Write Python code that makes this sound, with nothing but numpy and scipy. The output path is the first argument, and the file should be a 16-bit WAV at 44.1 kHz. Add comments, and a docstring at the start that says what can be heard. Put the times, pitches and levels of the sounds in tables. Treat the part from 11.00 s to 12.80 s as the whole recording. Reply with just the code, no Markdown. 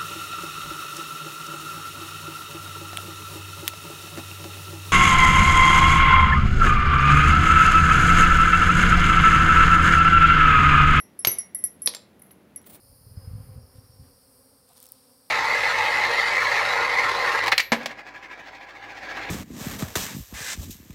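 """Three thin clay shards touch and ring in their bending modes, giving high, beating clinks close by.
Twice a piece is set down on a hard slab with a sharp, damped knock and settles; soft bumps wake the
slab's low modes. Then friction takes over: shards slide lightly on each other and fingers brush the
dry pile. A small room reverberates, with a low rumble throughout."""
import sys
import numpy as np
from scipy import signal
from scipy.fft import rfft, irfft
from scipy.io import wavfile

SR = 44100
rng = np.random.default_rng(int(sys.argv[2]) if len(sys.argv) > 2 else 0)


def store_wav(level_fs):
    """Save 16-bit WAV to argv[1]."""
    pcm = np.round(np.clip(np.atleast_2d(level_fs), -1, 1) * 32767)
    wavfile.write(sys.argv[1], SR, pcm.T.astype(np.int16))


N = 79380
TIME = np.arange(N) / SR


def from_db(db):
    """Amplitude ratio of a level in decibels."""
    return 10 ** (np.asarray(db) / 20)


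def at_hz(points, hz):
    """Interpolation of a table along a logarithmic frequency axis."""
    f, value = np.transpose(points)
    return np.interp(np.log(np.maximum(hz, 1)), np.log(f), value)


def colour(x, spectrum):
    """Spectral shaping of white noise at constant power."""
    gain = from_db(at_hz(spectrum, np.arange(N + 1) * SR / (2 * N)))
    return irfft(rfft(x, 2 * N) * gain / np.sqrt(np.mean(gain ** 2)))[:N]


def decay(start, t60):
    """Exponential decay: a jump to 1 at the start, then a fall of 60 dB every t60 seconds."""
    return (TIME >= start) * np.exp(-np.log(1000) * np.maximum(TIME - start, 0) / t60)


def ring(start, hz, t60):
    """Free vibration of one struck mode: a damped sinusoid."""
    return decay(start, t60) * np.sin(2 * np.pi * hz * (TIME - start))


def rumble(level_db=-56):
    """Stationary noise: the room's background, strongest in the bass."""
    # background spectrum: (frequency [Hz], relative level [dB])
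    spectrum = [(20, -21.5), (50, -18.5), (66, -13.5), (83, 4), (108, -5.5), (200, 3), (300, -3),
                (600, -8.5), (1000, -15.5), (2100, -19.5), (4200, -28), (7900, -36.5), (10500, -29),
                (15000, -34)]
    return from_db(level_db) * colour(rng.standard_normal(N), spectrum)


def clinks(contact_s=0.0014, tick_t60=0.0051, twin_db=-12, twin_spread_db=3.5):
    """Impact excites bending modes; each beats with a close twin whose share depends on the spot struck."""
    # mode pairs, a row per shard from large to small: (frequency [Hz], twin frequency [Hz], free t60 [s])
    top_modes = [(10308, 10340, .1), (10900, 10850, .085), (11548, 11625, .1)]
    middle_modes = [(5420, 5400, .18), (5716, 5732, .21), (6092, 6150, .19)]
    low_modes = [(1902, 1906, .34), (2015, 2035, .22), (2182, 2176, .44)]
    # each shard's low mode against its middle mode: (offset [dB])
    low_offsets_db = [-4, -4.5, -2.5]
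    # touches: (time [s], top mode level of each shard [dB] x 3, middle mode level of each [dB] x 3,
    #   further low mode offset [dB], tick level [dB], share of the free t60 [ratio])
    touches = [(0.001, -41.5, -38, -42, -61.5, -57, -69, 0.5, -78, 1.57),
               (0.1906, -33.5, -27, -52, -52, -62, -67, -10, -40.5, 1.29),
               (0.2705, -29, -31, -11.5, -41, -29.5, -29.5, -10.5, -23, 1.01),
               (0.281, -39, -35, -25, -48, -41.5, -38, -18.5, -31.5, 0.27),
               (0.315, -22.5, -28, -26.5, -50, -55.5, -48.5, 0.5, -42, 1.39),
               (0.385, -22.5, -19.5, -41.5, -47, -39.5, -49.5, -8, -26, 1.02),
               (0.5475, -27.5, -21.5, -32, -62.5, -51.5, -65.5, 4, -27.5, 1.1),
               (0.587, -39, -31, -45.5, -63.5, -70.5, -70, -4, -45.5, 1.23),
               (0.639, -27, -12.5, -23.5, -50, -46, -53.5, -3.5, -22, 0.87),
               (0.819, -48.5, -26, -38.5, -54.5, -66, -67, -9.5, -38, 1.24),
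               (0.859, -20, -12, -21, -46, -31.5, -44.5, -8.5, -33, 0.63),
               (0.891, -35.5, -23.5, -39.5, -49, -54, -63, -7, -51, 0.36),
               (1.5603, -46, -26.5, -45, -72, -59.5, -69, 4, -34.5, 0.69),
               (1.575, -56, -35, -54, -61, -52, -75, -5.5, -51.5, .25),
               (1.617, -70, -67, -71.5, -78.5, -83, -81, -6, -49, 0.56)]
    # contact tick spectrum: (frequency [Hz], relative level [dB])
    tick_spectrum = [(500, -11.5), (3000, -33.5), (7000, -10), (10000, -5.5), (12500, 1), (14300, -5),
                     (16000, -10.5)]
    out = np.zeros(N)
    tick_noise = colour(rng.standard_normal(N), tick_spectrum)
    modes = top_modes + middle_modes + low_modes
    twins = from_db(twin_db + twin_spread_db * rng.standard_normal((len(touches), len(modes))))
    for (start, *shard_db, low_db, tick_db, t60_share), twin_gains in zip(touches, twins):
        top_db, middle_db = np.reshape(shard_db, (2, -1))
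        gains = from_db(np.concatenate([top_db, middle_db, middle_db + low_db + low_offsets_db]))
        touch = from_db(tick_db) * decay(start, tick_t60) * tick_noise
        # the ring builds up while the edges are in contact
        onset = np.sin(np.pi / 2 * np.clip((TIME - start) / contact_s, 0, 1)) ** 2
        for (hz, twin_hz, free_t60), gain, twin in zip(modes, gains, twin_gains):
            t60 = free_t60 * t60_share
            beating = ring(start, hz, t60) + twin * ring(start, twin_hz, t60)
            touch += gain * onset * beating / np.hypot(1, twin)
        out += signal.fftconvolve(touch, chatter(start))[:N]
    return out


def chatter(start, contacts_per_s=1100, level_db=-21.5, t60=0.088):
    """Loose shards rattle: a dying train of random impulses, timed from the touch that sets it off."""
    contacts = (rng.random(N) < contacts_per_s / SR) * rng.standard_normal(N)
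    train = contacts * from_db(level_db) * decay(0, t60)
    train[0] = 1   # the touch itself
    return train[:N - int(start * SR)]


def reverberation(x, delay_s=0.0032):
    """Diffuse reflections: convolution with noise that decays at its own rate in each band."""
    # strength of the tail: (frequency [Hz], band gain [dB])
    band_gains = [(150, -8), (600, -5), (2000, -13.5), (5000, -12.5), (8000, -8.5), (11000, -18.5),
                  (15000, -9)]
    # reverberation time: (frequency [Hz], t60 [s])
    band_t60s = [(150, 0.2), (600, 0.42), (2000, 0.38), (5000, 0.33), (11000, 0.063), (15000, 0.49)]
    response = np.zeros(N)
    edges_hz = np.geomspace(60, 17000, 10)
    for low, high in zip(edges_hz, edges_hz[1:]):
        centre_hz = np.sqrt(low * high)
        bandpass = signal.butter(2, [low, high], "band", fs=SR, output="sos")
        band = signal.sosfilt(bandpass, rng.standard_normal(N))
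        tail = decay(delay_s, at_hz(band_t60s, centre_hz))
        response += from_db(at_hz(band_gains, centre_hz)) * band * tail / np.sqrt(np.sum(tail ** 2))
    return signal.fftconvolve(x, response)[:N]


def knocks():
    """Contact damping: pieces ring briefly on the slab, with a crunch of grit, duller for gentle blows."""
    # impacts: (time [s], large piece level [dB], small piece level [dB], chip level [dB],
    #   grit level [dB], grit t60 [s], grit cutoff [Hz])
    impacts = [(0.2487, -11.5, -18, -65, -23, 0.0054, 14100), (0.2509, -25.5, -42, -63, -18, 0.03, 14000),
               (0.272, -38, -29, -60, -14, 0.025, 14600), (0.8741, -44, -11, -49, -25.5, 0.059, 11000),
               (0.938, -36, -54.5, -69.5, -44.5, .02, 5070), (0.9482, -38.5, -27, -27, -33, 0.046, 8500),
               (0.967, -58, -36, -49, -41, 0.017, 6000), (1.3081, -54, -68, -81.5, -42.5, 0.022, 2700),
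               (1.643, -56, -71, -74, -56, 0.014, 3200)]
    # modes damped by the slab: (frequency [Hz], relative level [dB], t60 [s])
    large_piece = [(620, -10.5, .02), (1153, 1, .0038), (2163, 0, .013), (2980, -2, .011),
                   (3860, 2.5, .009), (4600, -11, .012), (5600, -8.5, .014), (6400, -5.5, .015),
                   (8950, -17, .012), (12200, -9, .007)]
    small_piece = [(505, -21.5, .08), (1000, -17, .015), (1820, -14, .014), (2520, -11, .012),
                   (3400, -4.5, .012), (3930, -2, .012), (4350, -1, .011), (4750, -3, .01),
                   (5180, -8, .016), (5560, -10, .016), (9075, -8, .021)]
    chip = [(5250, -16, .07), (7381, -8.5, .08), (9109, -15, .045), (14290, -14, .028)]
    # grit spectrum: (frequency [Hz], relative level [dB])
    grit_spectrum = [(80, -14), (250, -2.5), (600, -2.5), (2000, -6), (6400, 1), (7300, -14.5), (12000, 4),
                     (15500, -7)]
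    out = np.zeros(N)
    grit = colour(rng.standard_normal(N), grit_spectrum)
    for start, large_db, small_db, chip_db, grit_db, grit_t60, grit_cutoff_hz in impacts:
        for modes, db in ((large_piece, large_db), (small_piece, small_db), (chip, chip_db)):
            for k, (hz, mode_db, t60) in enumerate(modes):
                out += (-1) ** k * from_db(db + mode_db) * ring(start, hz, t60)
        lowpass = signal.butter(2, grit_cutoff_hz, fs=SR, output="sos")
        out += from_db(grit_db) * signal.sosfilt(lowpass, decay(start, grit_t60) * grit)
    return out


def bumps():
    """A soft impact carries little treble, so the hand excites only the slab's low modes."""
    # soft blows: (time [s], level [dB], t60 [s])
    blows = [(0.271, -23.5, 0.056), (0.6393, -35.5, 0.019), (0.8594, -40.5, 0.041)]
    # slab modes: (frequency [Hz], relative level [dB])
    slab_modes = [(65, -11.5), (115, -3.5), (230, -9.5), (385, -4.5), (500, -8.5)]
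    return sum(from_db(db + mode_db) * ring(start, hz, t60)
               for start, db, t60 in blows for hz, mode_db in slab_modes)


def friction(catches_per_s=8200, spread_db=4):
    """Roughness noise: tiny catches of a surface make dense random impulses, scaled to unit rms."""
    catches = (rng.random(N) < catches_per_s / SR) * rng.choice([-1, 1], N)
    impulses = catches * from_db(spread_db * np.minimum(rng.exponential(1, N), 4))
    return impulses / np.std(impulses)


def slides():
    """Sliding friction: short slips of clay on clay excite chiefly two high resonances."""
    # slips: (time [s], level [dB], t60 [s])
    slips = [(1.195, -50, 0.026), (1.219, -43.5, 0.039), (1.233, -59.5, 0.44), (1.263, -63, 0.097),
             (1.311, -42.5, 0.057)]
    # sliding spectrum: (frequency [Hz], relative level [dB])
    spectrum = [(1500, -18), (2100, -1), (2800, -30.5), (5000, -23), (5700, -10.5), (6800, -20),
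                (9500, -31), (10250, 15), (11200, -8.5), (12200, -7), (12850, 10), (13800, -22),
                (16000, -13)]
    envelope = sum(from_db(db) * decay(start, t60) for start, db, t60 in slips)
    return colour(friction(), spectrum) * envelope


def brushes():
    """Light friction: dry fingers sweep over the shards in soft Gaussian swells."""
    # strokes: (peak time [s], level [dB], standard deviation [s])
    strokes = [(1.672, -45.5, 0.0084), (1.704, -45, 0.0074), (1.746, -44.5, 0.015)]
    # brushing spectrum: (frequency [Hz], relative level [dB])
    spectrum = [(300, 7), (1500, -7.5), (4000, -7), (7000, -12), (9500, 0.5), (13500, -6), (15100, 8.5),
                (16000, -3)]
    envelope = sum(from_db(db) * np.exp(-.5 * ((TIME - peak) / width) ** 2) for peak, db, width in strokes)
    return colour(friction(), spectrum) * envelope


def scene():
    """Superposition of the direct sound, its reverberation and the rumble in one channel."""
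    direct = clinks() + knocks() + bumps() + slides() + brushes()
    background = rumble()
    return (direct + reverberation(direct) + background)[None]


def record(dry):
    """Band limiting: a gentle high-pass thins the deep bass and a steep low-pass cuts the top."""
    low_cut_hz, high_cut_hz = 64, 15700
    highpass = signal.butter(2, low_cut_hz, "high", fs=SR, output="sos")
    lowpass = signal.ellip(10, .1, 80, high_cut_hz, fs=SR, output="sos")
    return signal.sosfilt(lowpass, signal.sosfilt(highpass, dry))


dry = scene()
out = record(dry)
store_wav(out)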